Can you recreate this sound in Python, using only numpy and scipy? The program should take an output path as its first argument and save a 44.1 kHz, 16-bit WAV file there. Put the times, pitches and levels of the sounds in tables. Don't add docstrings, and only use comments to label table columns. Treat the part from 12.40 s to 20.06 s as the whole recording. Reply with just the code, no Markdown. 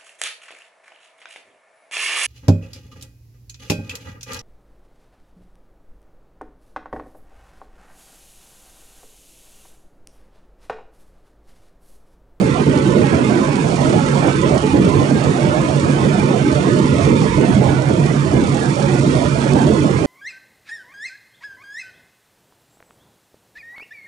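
import sys
import numpy as np
from scipy import signal
from scipy.fft import rfft, irfft, next_fast_len
from scipy.io import wavfile
from scipy.ndimage import uniform_filter1d, minimum_filter1d, map_coordinates

SR = 44100
rng = np.random.default_rng(int(sys.argv[2]) if len(sys.argv) > 2 else 0)


def unload_wav(signal):
    wavfile.write(
        sys.argv[1],
        SR,
        np.round(np.clip(np.atleast_2d(signal).T, -1, 1) * 32767).astype(np.int16),
    )


N = 337806

# (time [s], level [dB])
ENGINE_LOAD = [(0, -27), (.8, -28.5), (3.6, -23), (4.1, -26), (5, -23), (7.66, -26)]
# (multiple of the engine's cycle rate, level [dB])
EXHAUST_TONES = [(13, -16.5), (21, 0.5), (22, -9.5), (23, 3), (24, -4.5), (25, -15)]
# (time [s], pitch [Hz], level [dB])
SHUDDERS = [(2.37, 42.3, -26), (3.77, 29, -34)]
# (time [s], pitch [Hz], level [dB])
GULPS = [(0.139, 92, -22), (0.28, 77, -20), (0.39, 77, -25), (0.75, 91, -14), (1.57, 96, -19),
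         (2.01, 100, -22), (2.14, 82, -17), (2.35, 93, -14), (2.479, 90, -14), (2.56, 91, -22),
         (2.64, 88, -26), (2.77, 90, -25), (2.89, 88, -22), (3.1, 91, -22), (3.3, 94, -21),
         (3.439, 91, -17), (3.64, 82, -18), (3.822, 99, -17), (4.04, 92, -25), (4.14, 81, -18),
         (4.44, 77.5, -27), (4.54, 86, -13), (4.631, 98, -11), (4.751, 87, -18), (4.961, 96, -18),
         (5.15, 86.6, -15), (5.29, 91, -14), (5.55, 96, -23), (5.65, 87, -21), (5.969, 81.5, -19),
         (6.09, 97, -17), (6.73, 85, -19), (6.861, 86, -17), (7.151, 93, -12), (7.3, 84, -17),
         (7.41, 93, -18), (7.56, 88, -22)]
# (time [s], level [dB])
CHURN = [(0, -34.5), (1.05, -39), (2.45, -33), (3, -39), (3.55, -37), (4.3, -40), (4.7, -34.5), (6, -33.5),
         (6.35, -41.5), (6.75, -33), (7.66, -36)]
# (start [s], length [s], level [dB])
SURGES = [(0.01, 0.088, -18), (0.185, 0.052, -15), (0.27, 0.042, -12.5), (0.321, 0.099, -19.0),
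          (0.462, 0.068, -14), (0.555, 0.087, -12.5), (0.715, 0.18, -19.5), (0.917, 0.105, -16.5),
          (1.414, 0.11, -20.5), (1.536, 0.044, -13.5), (1.573, 0.012, -28), (1.848, 0.057, -19),
          (2.045, 0.12, -19), (2.336, 0.078, -11.5), (2.448, 0.021, -13.5), (2.539, 0.1, -14.5),
          (2.681, 0.1, -17.5), (2.849, 0.081, -21), (3.027, 0.062, -20), (3.185, 0.06, -21.5),
          (3.447, 0.057, -21), (3.63, 0.06, -15.5), (3.717, 0.26, -22.5), (4.012, 0.12, -17),
          (4.265, 0.13, -20.5), (4.418, 0.45, -23), (4.666, 0.065, -14.0), (4.728, 0.15, -18),
          (4.975, 0.074, -12), (5.09, 0.019, -12), (5.168, 0.049, -11), (5.248, 0.076, -21),
          (5.524, 0.087, -20), (5.935, 0.12, -14), (6.481, 0.069, -18.5), (6.662, 0.085, -18),
          (7.135, 0.041, -11), (7.213, 0.096, -16), (7.303, 0.03, -16.5), (7.35, 0.45, -19.5)]
# (time [s], level change [dB])
LULLS = [(.14, -0.5), (.25, -6.5), (1.16, 1.5), (1.915, -6.5), (2.21, -10.5), (2.32, -2.5), (3.35, -1),
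         (4.14, -9), (4.21, 1.5), (4.635, -5.5), (5.465, -5.5), (5.8, -6), (6.2, -3.5), (6.3, -3),
         (7.011, -5)]
# (time [s], thud level [dB], crunch level [dB])
BUMPS = [(.268, -14.5, -12.5), (.616, -13.5, -17), (1.527, -15, -7.5), (1.878, -20, -6),
         (2.239, -10, -13.5), (2.343, -14.5, -12), (2.475, -14.5, -10), (3.652, -20.5, -12),
         (4.268, -10.5, -22), (4.666, -12, -17), (5.497, -13.5, -12.5), (6.661, -17, -17),
         (7.152, -15, -12.5), (7.297, -10, -24)]
# (pitch [Hz], level [dB], time to fade by 60 dB [s])
PLATE_TONES = [(176.3, -17, 0.35), (212.6, -3, 0.17), (266, -4, 0.13), (292, -1, 0.092), (315, -1, 0.28),
               (368, -16, 0.072), (442.4, 7.5, 0.11)]
# (time [s], level [dB])
CRACKS = [(.294, -23), (.375, -21), (.668, -24), (.745, -23), (.846, -23), (1.156, -20), (1.358, -19),
          (1.526, -21), (1.872, -19), (2.014, -20.5), (2.178, -17), (2.63, -26), (3.359, -23), (3.397, -19),
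          (3.795, -22.5), (4.124, -25), (4.333, -24), (4.65, -18), (5.15, -23), (5.661, -21), (6.04, -25),
          (6.355, -20), (6.425, -21), (6.84, -23), (7.134, -14), (7.267, -23), (7.606, -27)]
# (time [s], grinding level [dB])
PRESSURE = [(0, -29), (.7, -28.5), (.93, -28), (1.15, -29.5), (1.88, -27.5), (2.4, -29), (3.75, -29.5),
            (4.1, -29.5), (4.6, -28.5), (5.15, -28), (5.4, -31.5), (6.7, -30.5), (7.1, -28.5), (7.66, -32)]
# (time [s], slush level added to the pressure [dB])
LOOSE_ICE = [(0, -11), (.9, -10.5), (1.25, -8), (1.5, -7.5), (1.8, -10), (3.3, -9), (4.1, -9), (4.6, -9.5),
             (5.15, -9.5), (5.9, -8), (6.4, -6.3), (7.15, -8.5), (7.66, -6.5)]
# (frequency [Hz], level [dB])
WATER_COLOUR = [(20, -37), (32, -26), (44, -18.5), (56, 2), (78, 0.5), (105, 3), (150, 2), (300, -57)]
HULL_COLOUR = [(60, -35), (110, -3.5), (160, 1), (230, 0.5), (320, 0), (450, -4), (560, -9), (660, -25),
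               (800, -18), (2500, -61.5)]
SLUSH_COLOUR = [(1500, -18.5), (3300, 10), (4400, 8), (5500, 7.5), (7500, 5), (9000, 1.5), (10200, -2.5),
                (11000, -36)]
BRIEF_TONE_COLOUR = [(480, 4), (620, 4), (760, 3), (900, -1), (1150, -4.5), (1350, -4.5), (1600, -4),
                     (2000, -8.5), (2350, -10.5), (2900, -14.5), (3700, -21)]
GRIND_COLOUR = [(300, -22.5), (450, 2.5), (600, 3.5), (700, 6), (930, -1.5), (1130, -3), (1300, -6),
                (1650, -8), (2000, -10), (2350, -9.5), (2900, -16), (3500, -20.5), (4100, -18.5),
                (7000, -55)]
# (frequency [Hz], depth [dB]; negative is a lift)
HOLLOW_DIPS = [(540, 0.5), (610, 14.5), (690, 52), (810, 37), (870, 4), (950, -6.5), (1420, 1.5), (1510, 6),
               (1620, 24), (1730, 1), (1950, 12), (2150, -7.5), (3700, 7), (3950, 4.5), (4200, 1)]
# (frequency [Hz], half of the deepest dip [dB])
FLICKER = [(430, 3), (560, 5.5), (1200, 2), (2800, 5), (4200, 3), (5500, 4)]
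# (frequency [Hz], gain [dB])
HOLLOW_COLOUR = [(450, 0), (520, -1), (600, 1.5), (670, -2), (720, -3), (790, -5), (890, 1), (950, -1),
                 (1030, 1), (1160, -2.5), (1280, 1.5), (1540, -3), (1700, -2), (2000, -.5), (2300, 0),
                 (2385, 3), (2460, -.5), (2800, -2), (2900, 0), (3600, 1), (4030, -3), (4370, 2.5),
                 (4800, -1.5), (5100, 0)]
# (frequency [Hz], gain [dB])
LEFT_GAIN = [(60, -15), (140, -7), (230, -5.5), (330, -5.5), (430, -14), (500, -18), (555, -32),
             (600, -20.5), (670, -40.5), (790, -32), (870, -19.5), (980, -11.5), (1100, -21), (1270, -9),
             (1440, -14.5), (1540, -27), (1680, -16), (1830, -10), (1930, -21), (2080, -22.5),
             (2370, -21.5), (2530, -37), (2680, -7.5), (2790, -29.5), (2900, -26), (3050, -33), (3220, -29),
             (3480, -12), (3700, -16), (3930, -30), (4330, -14.5), (4700, -11.5), (5300, -9), (9800, -2.5)]
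# (frequency [Hz], likeness [-1 to 1]; negative flips the wave)
LIKENESS = [(60, 0.95), (140, 0.81), (340, 0.79), (440, 0.57), (500, 0.31), (600, 0.94), (760, -0.33),
            (920, -0.55), (2400, -0.98), (2620, 0.86), (3450, 0.52), (3930, 0.87), (4300, 0.5), (9800, 0.5)]
# (frequency [Hz], phase [radians])
LEFT_LEAD = [(4600, 0.053), (5500, 0.35), (7500, 0.55), (10000, 0.61)]
# (time [s], gain [dB])
LEFT_DRIFT = [(0, 1.7), (3.8, 2.5), (4.8, 1.5), (5.8, 1), (6.3, 1.5), (7.66, 1)]


def amp(db):
    return 10 ** (np.asarray(db) / 20)


def unit(x):
    return x / np.sqrt(np.mean(x ** 2) + 1e-20)


def at_hz(table, hz):
    freqs, values = np.transpose(table)
    return np.interp(np.log(hz + 1), np.log(freqs + 1), values)


def over_time(table):
    return np.interp(np.arange(N) / SR, *np.transpose(table))


def noise():
    return rng.standard_normal((2, N))


def wobble(rate):
    return map_coordinates(rng.standard_normal(4096), [np.arange(N) * rate / SR], mode="wrap")


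def patches(shape, bands, frames):
    field = uniform_filter1d(rng.standard_normal(shape), bands, axis=0)
    return unit(uniform_filter1d(field, frames, axis=1))


def filtered(x, response):
    size = next_fast_len(N + SR // 2)
    return irfft(rfft(x, size) * response(np.fft.rfftfreq(size, 1 / SR)), size)[..., :N]


def coloured(x, colour):
    return unit(filtered(x, lambda hz: amp(at_hz(colour, hz))))


def add(track, start_s, sound):
    room = track[:, max(round(start_s * SR), 0):][:, :sound.shape[-1]]
    room += sound[..., :room.shape[-1]]


def fractures(per_s, spread_db):
    happens = rng.random(N) < per_s / SR
    size = amp(spread_db * np.clip(rng.standard_normal(N), -2, 2))
    return unit(happens * size * noise())


def brittle(x, body_db):
    return filtered(x, lambda hz: np.hypot(amp(at_hz(SLUSH_COLOUR, hz)),
                                           amp(body_db + at_hz(GRIND_COLOUR, hz))))


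def diesel(cycle_hz=6.157, speed_wander=0.0024, first_throb_s=0.111, phase_scatter=0.34):
    speed = 1 + speed_wander * wobble(4.11)
    angle = 2 * np.pi * cycle_hz * (np.cumsum(speed) / SR - first_throb_s)
    hum = np.zeros(N)
    for multiple, db in EXHAUST_TONES:
        strength = amp(db + 2.6 * wobble(3.5))
        hum += strength * np.sin(multiple * angle + phase_scatter * rng.standard_normal())
    return np.sqrt(2) * amp(over_time(ENGINE_LOAD)) * hum * amp([[-6], [0]])


def shudders(half_length_s=0.052):
    flex, t = np.zeros(N), np.arange(N) / SR
    for s, hz, db in SHUDDERS:
        swell = np.exp(-((t - s) / half_length_s) ** 2)
        flex += amp(db) * swell * np.sin(2 * np.pi * hz * (t - s))
    return flex * amp([[-7], [0]])


def gulps(half_length_s=0.023):
    track, t = np.zeros((1, N)), np.arange(-SR // 8, SR // 8) / SR
    swell = np.exp(-(t / half_length_s) ** 2)
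    for s, hz, db in GULPS:
        add(track, s + t[0], amp(db) * swell * np.sin(2 * np.pi * (hz * t + rng.random())))
    return track * amp([[-7], [0]])


def lulls(half_length_s=0.016):
    t = np.arange(N) / SR
    return sum(db * np.exp(-((t - s) / half_length_s) ** 2) for s, db in LULLS)


def surges(resting_db=-20, rise_s=0.0068, release_s=0.016):
    t = np.arange(N) / SR
    power = amp(resting_db) ** 2
    for s, length, db in SURGES:
        rise = 1 + (t - s) / rise_s
        fall = 1 - (t - s - length) / release_s
        power += (amp(db) * np.clip(np.minimum(rise, fall), 0, 1)) ** 2
    return 10 * np.log10(power) + 0.2 * wobble(13)


def hull(rumble_db):
    knocks = noise() + 0.5 * fractures(per_s=400, spread_db=1)
    rumble = amp(rumble_db + 4) * coloured(knocks, HULL_COLOUR)
    churn = amp(over_time(CHURN) + 9) * coloured(noise(), WATER_COLOUR)
    return rumble + churn


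def bumps(rise_s=0.0022, crunch_fade_s=0.15, pitch_scatter=0.045):
    thuds, crunch, t = np.zeros((2, N)), np.zeros((1, N)), np.arange(SR // 3) / SR
    for s, thud_db, crunch_db in BUMPS:
        ring = 0
        for hz, db, fade_s in PLATE_TONES:
            fade = amp(db + rng.normal(0, 1.6) - 60 * t / fade_s)
            pitch = hz * (1 + pitch_scatter * rng.standard_normal())
            ring += fade * np.sin(2 * np.pi * (pitch * t + rng.random((2, 1))))
        add(thuds, s, amp(thud_db - 2) * (1 - np.exp(-t / rise_s)) * ring)
        add(crunch, s, amp(crunch_db - 8 - 60 * t / crunch_fade_s))
    return thuds + crunch * coloured(noise(), GRIND_COLOUR)


def cracks(fade_s=0.031, rise_s=0.00054):
    track, t = np.zeros((2, N)), np.arange(SR // 10) / SR
    burst = amp(-60 * t / fade_s) * (1 - np.exp(-t / rise_s))
    for s, db in CRACKS:
        add(track, s, amp(db - 6) * burst * rng.standard_normal((2, len(t))))
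    return brittle(track, body_db=0)


def splinters(per_s=60, fade_s=0.054, rise_s=0.003, spread_db=4.5):
    happens = rng.random(N) < per_s / SR
    size = amp(spread_db * np.clip(rng.standard_normal(N), -2, 1.5))
    t = np.arange(SR // 10) / SR
    burst = amp(-60 * t / fade_s) * (1 - np.exp(-t / rise_s))
    loudness = signal.fftconvolve(happens * size, burst)[:N]
    return unit(brittle(loudness * noise(), body_db=3))


def slush(slush_db):
    flutter = amp(0.95 * wobble(80))
    fizz = flutter * (noise() + 0.5 * fractures(per_s=1800, spread_db=10))
    return amp(slush_db + 4.5) * (coloured(fizz, SLUSH_COLOUR) + amp(-11) * splinters())


def brief_tones(grind_db, per_s=470, low_hz=478.7, high_hz=3709, mean_hold_s=0.045):
    track, t = np.zeros((2, N)), np.arange(SR // 8) / SR
    rise_s, release_s, spread_db = 0.0012, 0.013, 2
    for when, pitch, phase_a, phase_b, life, size in rng.random((int(per_s * N / SR), 6)):
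        hz = low_hz + pitch * (high_hz - low_hz)
        tone = np.sin(2 * np.pi * (hz * t + [[phase_a], [phase_b]]))
        fall = 1 + (2 * life * mean_hold_s - t) / release_s
        shape = np.clip(np.minimum(t / rise_s, fall), 0, 1)
        add(track, when * N / SR, amp(spread_db * (2 * size - 1)) * shape * tone)
    return amp(grind_db + 8) * coloured(track, BRIEF_TONE_COLOUR)


def grinding(grind_db):
    crush = noise() + 0.45 * fractures(per_s=1500, spread_db=4.5)
    return amp(grind_db + 8.5) * coloured(crush, GRIND_COLOUR)


def watery(x):
    hz, _, bands = signal.stft(x, SR, nperseg=2048)
    wide_dips = np.clip(4 * patches(bands.shape[1:], bands=8, frames=3), -1, 0)
    narrow_dips = np.clip(4 * patches(bands.shape[1:], bands=2, frames=3), -2, 0)
    gain = amp(at_hz(HOLLOW_DIPS, hz)[:, None] * wide_dips + at_hz(FLICKER, hz)[:, None] * narrow_dips)
    gain /= np.sqrt(np.mean(gain ** 2, axis=1, keepdims=True))
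    return signal.istft(bands * gain, nperseg=2048)[1][:, :N]


def quieter_left(pair):
    def left_mix(hz):
        alike = at_hz(LIKENESS, hz)
        shared = alike * np.exp(1j * at_hz(LEFT_LEAD, hz))
        separate = np.sqrt(1 - alike ** 2)
        return amp(at_hz(LEFT_GAIN, hz)) * np.array([shared, separate])

    left = filtered(pair, left_mix).sum(axis=0)
    return np.array([left * amp(over_time(LEFT_DRIFT)), pair[0]])


def scene():
    lull_db = lulls()
    pressure_db = over_time(PRESSURE) + 0.26 * wobble(10)
    grind_db = pressure_db + 0.1 * lull_db
    ice = grinding(grind_db) + slush(pressure_db + over_time(LOOSE_ICE))
    below_deck = diesel() + gulps() + shudders()
    wash = watery(hull(surges() + lull_db) + ice + brief_tones(grind_db))
    bow = wash + cracks() + bumps()
    hollow_bow = filtered(bow, lambda hz: amp(at_hz(HOLLOW_COLOUR, hz)))
    return quieter_left(hollow_bow) + below_deck


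def record(dry, loud_db=-9.5, cut_per_db=0.52, reaction_s=0.026, peak_limit=0.96, top_hz=10550):
    right_power = uniform_filter1d(dry[1] ** 2, size=int(reaction_s * SR))
    level_db = 10 * np.log10(np.abs(right_power) + 1e-12)
    softened = dry * amp(-cut_per_db * np.maximum(level_db - loud_db, 0))
    needed_gain = 1 / np.maximum(np.abs(softened).max(axis=0) / peak_limit, 1)
    smooth_gain = uniform_filter1d(minimum_filter1d(needed_gain, size=400), size=300)
    return filtered(softened * smooth_gain, lambda hz: 1 / np.sqrt(1 + (hz / top_hz) ** 160))


dry = scene()
out = record(dry)
unload_wav(out)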